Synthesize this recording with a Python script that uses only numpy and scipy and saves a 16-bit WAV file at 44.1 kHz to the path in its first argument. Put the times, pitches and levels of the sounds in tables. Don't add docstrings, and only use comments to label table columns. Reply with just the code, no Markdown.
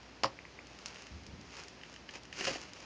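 import sys
import numpy as np
from scipy import signal
from scipy.fft import rfft, irfft
from scipy.io import wavfile

SR = 44100
rng = np.random.default_rng(int(sys.argv[2]) if len(sys.argv) > 2 else 0)


def materialize(psi):
    bounded = np.clip(np.atleast_2d(psi).T, -1, 1)
    quanta = np.round(bounded * 32767).astype(np.int16)
    wavfile.write(sys.argv[1], SR, quanta)


N = 125685


def amp(db):
    return 10 ** (np.asarray(db) / 20)


def unit(x):
    return x / np.sqrt(np.mean(x ** 2) + 1e-20)


def read(points, hz):
    f, value = np.transpose(points)
    return np.interp(np.log(hz + 1), np.log(f + 1), value)


def add(mix, s, sound):
    part = mix[max(round(s * SR), 0):][:len(sound)]
    part += sound[:len(part)]


def colour(x, points, size=8192):
    hz = abs(np.fft.fftfreq(size, 1 / SR))
    log_gain = np.log(amp(read(points, hz)))
    response = np.exp(np.conj(signal.hilbert(log_gain)))
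    impulse = np.fft.ifft(response).real[:size // 2]
    return signal.fftconvolve(x, impulse)[:len(x)]


def seconds(size=16384):
    return np.arange(size) / SR


def swell(t, rise_s):
    return t / rise_s * np.exp(1 - t / rise_s)


def crunches(times, levels_db, decay_s):
    out, t = np.zeros(N), seconds(size=2048)
    for s, db in zip(times, levels_db):
        noise = rng.standard_normal(len(t)) * np.exp(-t / decay_s)
        spectrum = rfft(noise)
        flat = irfft(spectrum / (abs(spectrum) + 1e-12))
        burst = flat * np.exp(-(t / (10 * decay_s)) ** 2)
        add(out, s, amp(db) * burst / np.linalg.norm(burst))
    return out


# (frequency [Hz], relative density [dB per Hz])
AIR_SPECTRUM = [(20, -38.5), (38, -28.5), (58, -1.5), (85, 0.5), (150, 0), (280, 0), (500, -3.5),
                (1000, -7.5), (1600, -9.5), (2600, -9), (3600, -15), (5000, -12.5), (6700, -19.5),
                (9500, -28.5)]
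AIR_DB, HUM_HZ, HUM_DB = -57, 59, -68.5


def air():
    noise = unit(colour(rng.standard_normal(N), AIR_SPECTRUM))
    hum = np.sqrt(2) * np.sin(2 * np.pi * HUM_HZ * seconds(size=N))
    return amp(AIR_DB) * noise + amp(HUM_DB) * hum


GRAINS_PER_S, GRAIN_SPREAD_DB = 2600, 3.5


def friction():
    size = amp(GRAIN_SPREAD_DB * np.minimum(rng.exponential(1, N), 4))
    slips = rng.random(N) < GRAINS_PER_S / SR
    return size * rng.choice([-1, 1], N) * slips


# (time of peak [s], rise constant [s], fall constant [s], peak level [dB])
STROKE_EVENTS = [(.04, .04, .04, -85), (.72, 0.021, 0.032, -58.5), (.81, 0.021, 0.055, -60),
                 (.873, 0.014, 0.085, -57.5), (.97, 0.17, 0.16, -55.5), (1.575, 0.071, .08, -50),
                 (1.90, 0.089, .07, -59), (2.158, 0.035, 0.017, -49), (2.629, 0.044, 0.026, -50.5),
                 (2.765, 0.032, 0.032, -55.5), (2.83, 0.059, 0.041, -54)]
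# (frequency [Hz], gain [dB])
BRUSH_COLOUR = [(60, -22), (400, 3), (1100, 3), (1800, 2), (2700, 6.5), (3600, -4), (5200, 0), (6700, -3.5),
                (9500, -15.5)]


def strokes():
    t = seconds(size=N)
    power = np.zeros(N)
    for s, rise, fall, db in STROKE_EVENTS:
        distance = np.maximum((s - t) / rise, (t - s) / fall)
        power += amp(db) ** 2 * np.exp(-2 * distance)
    return np.sqrt(power) * unit(colour(friction(), BRUSH_COLOUR))


# (time [s], snap level [dB], body level [dB])
TICK_EVENTS = [(0.031, -35, -33), (.670, -27.5, -52), (.7885, -26.5, -30), (.859, -11.5, -19),
               (.868, -26, -41), (.884, -22.5, -46), (0.9444, -27.5, -56), (.958, -31, -21),
               (.979, -36, -45), (1.0214, -24.5, -46), (1.068, -26.5, -24), (1.235, -32.5, -34),
               (1.2654, -24.5, -31), (1.412, -29.5, -31), (1.5678, -24, -35), (1.575, -33, -34),
               (1.599, -24.5, -40), (1.636, -25, -43), (1.683, -22.5, -25), (1.813, -45, -24),
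               (1.834, -31, -16), (1.928, -30, -44), (1.94, -27, -25), (1.962, -32, -20.5),
               (2.090, -39, -14.5), (2.094, -35, -19), (2.109, -28, -37), (2.234, -27.5, -40),
               (2.253, -30, -28), (2.3272, -24.5, -15), (2.4447, -16, -35), (2.453, -13, -23),
               (2.615, -22.5, -30), (2.7341, -22, -28), (2.803, -26.5, -30), (2.821, -38, -33)]
# (frequency [Hz], gain [dB])
SNAP_COLOUR = [(100, -21), (1500, -4), (3500, -3.5), (5000, 4.5), (6800, 0.5), (9500, -7)]
# (frequency [Hz], gain [dB])
BODY_COLOUR = [(100, -28), (1000, -13.5), (1400, -10), (1800, 7.5), (2300, -3.5), (2800, 7.5), (3100, 5),
               (3500, -13.5), (5000, -7), (9000, -40)]
TICK_DECAY_S = 0.002


def ticks():
    times, snap_db, body_db = np.transpose(TICK_EVENTS)
    snaps = colour(crunches(times, snap_db, TICK_DECAY_S), SNAP_COLOUR)
    bodies = colour(crunches(times, body_db, TICK_DECAY_S), BODY_COLOUR)
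    return snaps + bodies


# (time [s], level [dB])
TAP_EVENTS = [(.061, -27), (0.3888, -15.5), (0.4514, -17.5), (0.5891, -15)]
# (frequency [Hz], gain [dB])
TAP_COLOUR = [(100, -29), (1200, -3), (1600, -6), (2050, 6), (2500, 4), (2900, -12), (3500, -31),
              (9000, -49)]
TAP_DECAY_S = 0.002


def taps():
    return colour(crunches(*np.transpose(TAP_EVENTS), TAP_DECAY_S), TAP_COLOUR)


# (time [s], slap level [dB], hollow push level [dB], seat ring level [dB])
PAT_CONTACTS = [(.2348, 0, -27, -48), (0.2438, -6.5, -11.5, -40), (0.2529, -14, -35, -55),
                (0.2583, -13.5, -44, -60)]
# (frequency [Hz], gain [dB])
SLAP_COLOUR = [(60, -19), (300, 2.5), (750, 7.5), (1550, -1.5), (1850, 4), (2300, -0.5), (3000, 3),
               (3750, -6.5), (4700, 4.5), (5500, 1.5), (6200, -12.5), (7000, -7.5), (9500, -18)]
SLAP_DECAY_S, PUSH_HZ, PUSH_RISE_S = 0.0035, 1050, 0.00091


def pat():
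    times, slap_db, _, _ = np.transpose(PAT_CONTACTS)
    out = colour(crunches(times, slap_db, SLAP_DECAY_S), SLAP_COLOUR)
    t = seconds()
    push = 0.47 * swell(t, PUSH_RISE_S) * np.sin(2 * np.pi * PUSH_HZ * t)
    for s, _, push_db, _ in PAT_CONTACTS:
        add(out, s, amp(push_db) * push)
    return out


# (frequency [Hz], level [dB], time to fall 60 dB [s])
SEAT_MODES = [(122.5, -3.5, 0.12), (218, -9.5, 0.24), (313, -1, 0.14), (537, 7.5, 0.098), (661, 2, 0.098),
              (791, -7, 0.19), (902, -8, 0.084), (1016, -7.5, 0.11), (1220, -7.5, 0.19), (1795, -10, 0.076),
              (2615, -9.5, 0.075), (2880, -10, 0.054)]
SEAT_RISE_S = 0.0012


def seat():
    out, t = np.zeros(N), seconds()
    ring = np.zeros(len(t))
    for hz, db, t60 in SEAT_MODES:
        ring += amp(db - 60 * t / t60) * np.sin(2 * np.pi * hz * t)
    ring *= 1 - np.exp(-t / SEAT_RISE_S)
    for s, _, _, ring_db in PAT_CONTACTS + RIDGE_BUMPS:
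        add(out, s, amp(ring_db) * ring)
    return out


# (time [s], level [dB])
THUD_EVENTS = [(1.106, -50.5), (1.145, -56.5), (1.215, -60), (1.275, -55), (1.325, -49), (1.385, -55.5),
               (1.45, -59)]
# (frequency [Hz], gain [dB])
THUD_COLOUR = [(30, -35), (48, -20), (68, 7), (100, 1), (135, -8), (180, -2), (280, -11), (450, -27),
               (1500, -50)]
THUD_RISE_S = 0.018


def thuds():
    level = np.zeros(N)
    for s, db in THUD_EVENTS:
        add(level, s, amp(db) * swell(seconds(), THUD_RISE_S))
    return level * unit(colour(rng.standard_normal(N), THUD_COLOUR))


# (time [s], level [dB])
SCRAPE_LEVEL = [(2.33, -57), (2.36, -52), (2.393, -43), (2.429, -46.5), (2.455, -35.5), (2.465, -44.5),
                (2.477, -35.5), (2.499, -44), (2.54, -44), (2.575, -50.5), (2.61, -61), (2.702, -60.5)]
# (frequency [Hz], gain [dB])
RASP_COLOUR = [(60, -11.5), (200, -2.5), (380, 3.5), (750, -6.5), (1050, -1), (1700, 0.5), (2800, 3.5),
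               (3600, -8), (4600, 1), (6400, -2.5), (9500, -14)]
# (time [s], knock level [dB], crack level [dB], seat ring level [dB])
RIDGE_BUMPS = [(2.394, -15.5, -20, -61), (2.4081, -8, -9, -62), (2.4105, -7.5, -13, -71),
               (2.470, -6, -7.5, -42.5), (2.472, -7.5, -8, -62), (2.481, -5, -7.5, -46.5),
               (2.5055, -8.5, -24, -61), (2.512, -7, -18, -49), (2.5525, -17, -15, -71),
               (2.558, -7, -17, -59)]
# (frequency [Hz], gain [dB])
KNOCK_COLOUR = [(60, -13), (200, 0), (340, 8.5), (560, 1), (750, 5), (1050, -18), (2000, -15), (5000, -12),
                (9500, -22)]
BUMP_DECAY_S = 0.0036


def scrape():
    level = amp(np.interp(seconds(size=N), *np.transpose(SCRAPE_LEVEL), left=-120, right=-120))
    rasp = level * unit(colour(friction(), RASP_COLOUR))
    times, knock_db, crack_db, _ = np.transpose(RIDGE_BUMPS)
    knocks = colour(crunches(times, knock_db, BUMP_DECAY_S), KNOCK_COLOUR)
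    cracks = colour(crunches(times, crack_db, BUMP_DECAY_S), BODY_COLOUR)
    return rasp + knocks + cracks


# (frequency [Hz], time to fall 60 dB [s])
ROOM_DECAY = [(100, 0.24), (1000, 0.21), (5000, 0.19), (9000, 0.16)]
ROOM_DB, EARLY_DB, EARLY_S = -17.5, -14, 0.022


def room(x):
    t = seconds()
    hz, at, z = signal.stft(rng.standard_normal(len(t)), SR, nperseg=256)
    decay = amp(-60 * at / read(ROOM_DECAY, hz)[:, None])
    tail = signal.istft(z * decay, SR, nperseg=256)[1][:len(t)] * (t > 0.008)
    sparse = rng.standard_normal(len(t)) * (rng.random(len(t)) < 0.04)
    early = sparse * (t > 0.006) * (t < EARLY_S)
    echo = amp(ROOM_DB) * tail / np.linalg.norm(tail)
    echo += amp(EARLY_DB) * early / np.linalg.norm(early)
    return x + signal.fftconvolve(x, echo)[:N]


def scene():
    contacts = strokes() + ticks() + taps() + pat() + seat() + scrape()
    return (room(contacts) + thuds() + air())[None]


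# (frequency [Hz], gain [dB])
MIC_COLOUR = [(20, 1.5), (6800, 2), (7400, -4.5), (8000, -16.5), (8700, -8), (9400, -11.5), (10000, -23)]
EDGE_HZ = 10050


def record(dry):
    edge = signal.firwin(401, EDGE_HZ, window=("kaiser", 8), fs=SR)
    return signal.fftconvolve(colour(dry[0], MIC_COLOUR), edge, "same")[None]


dry = scene()
out = record(dry)
materialize(out)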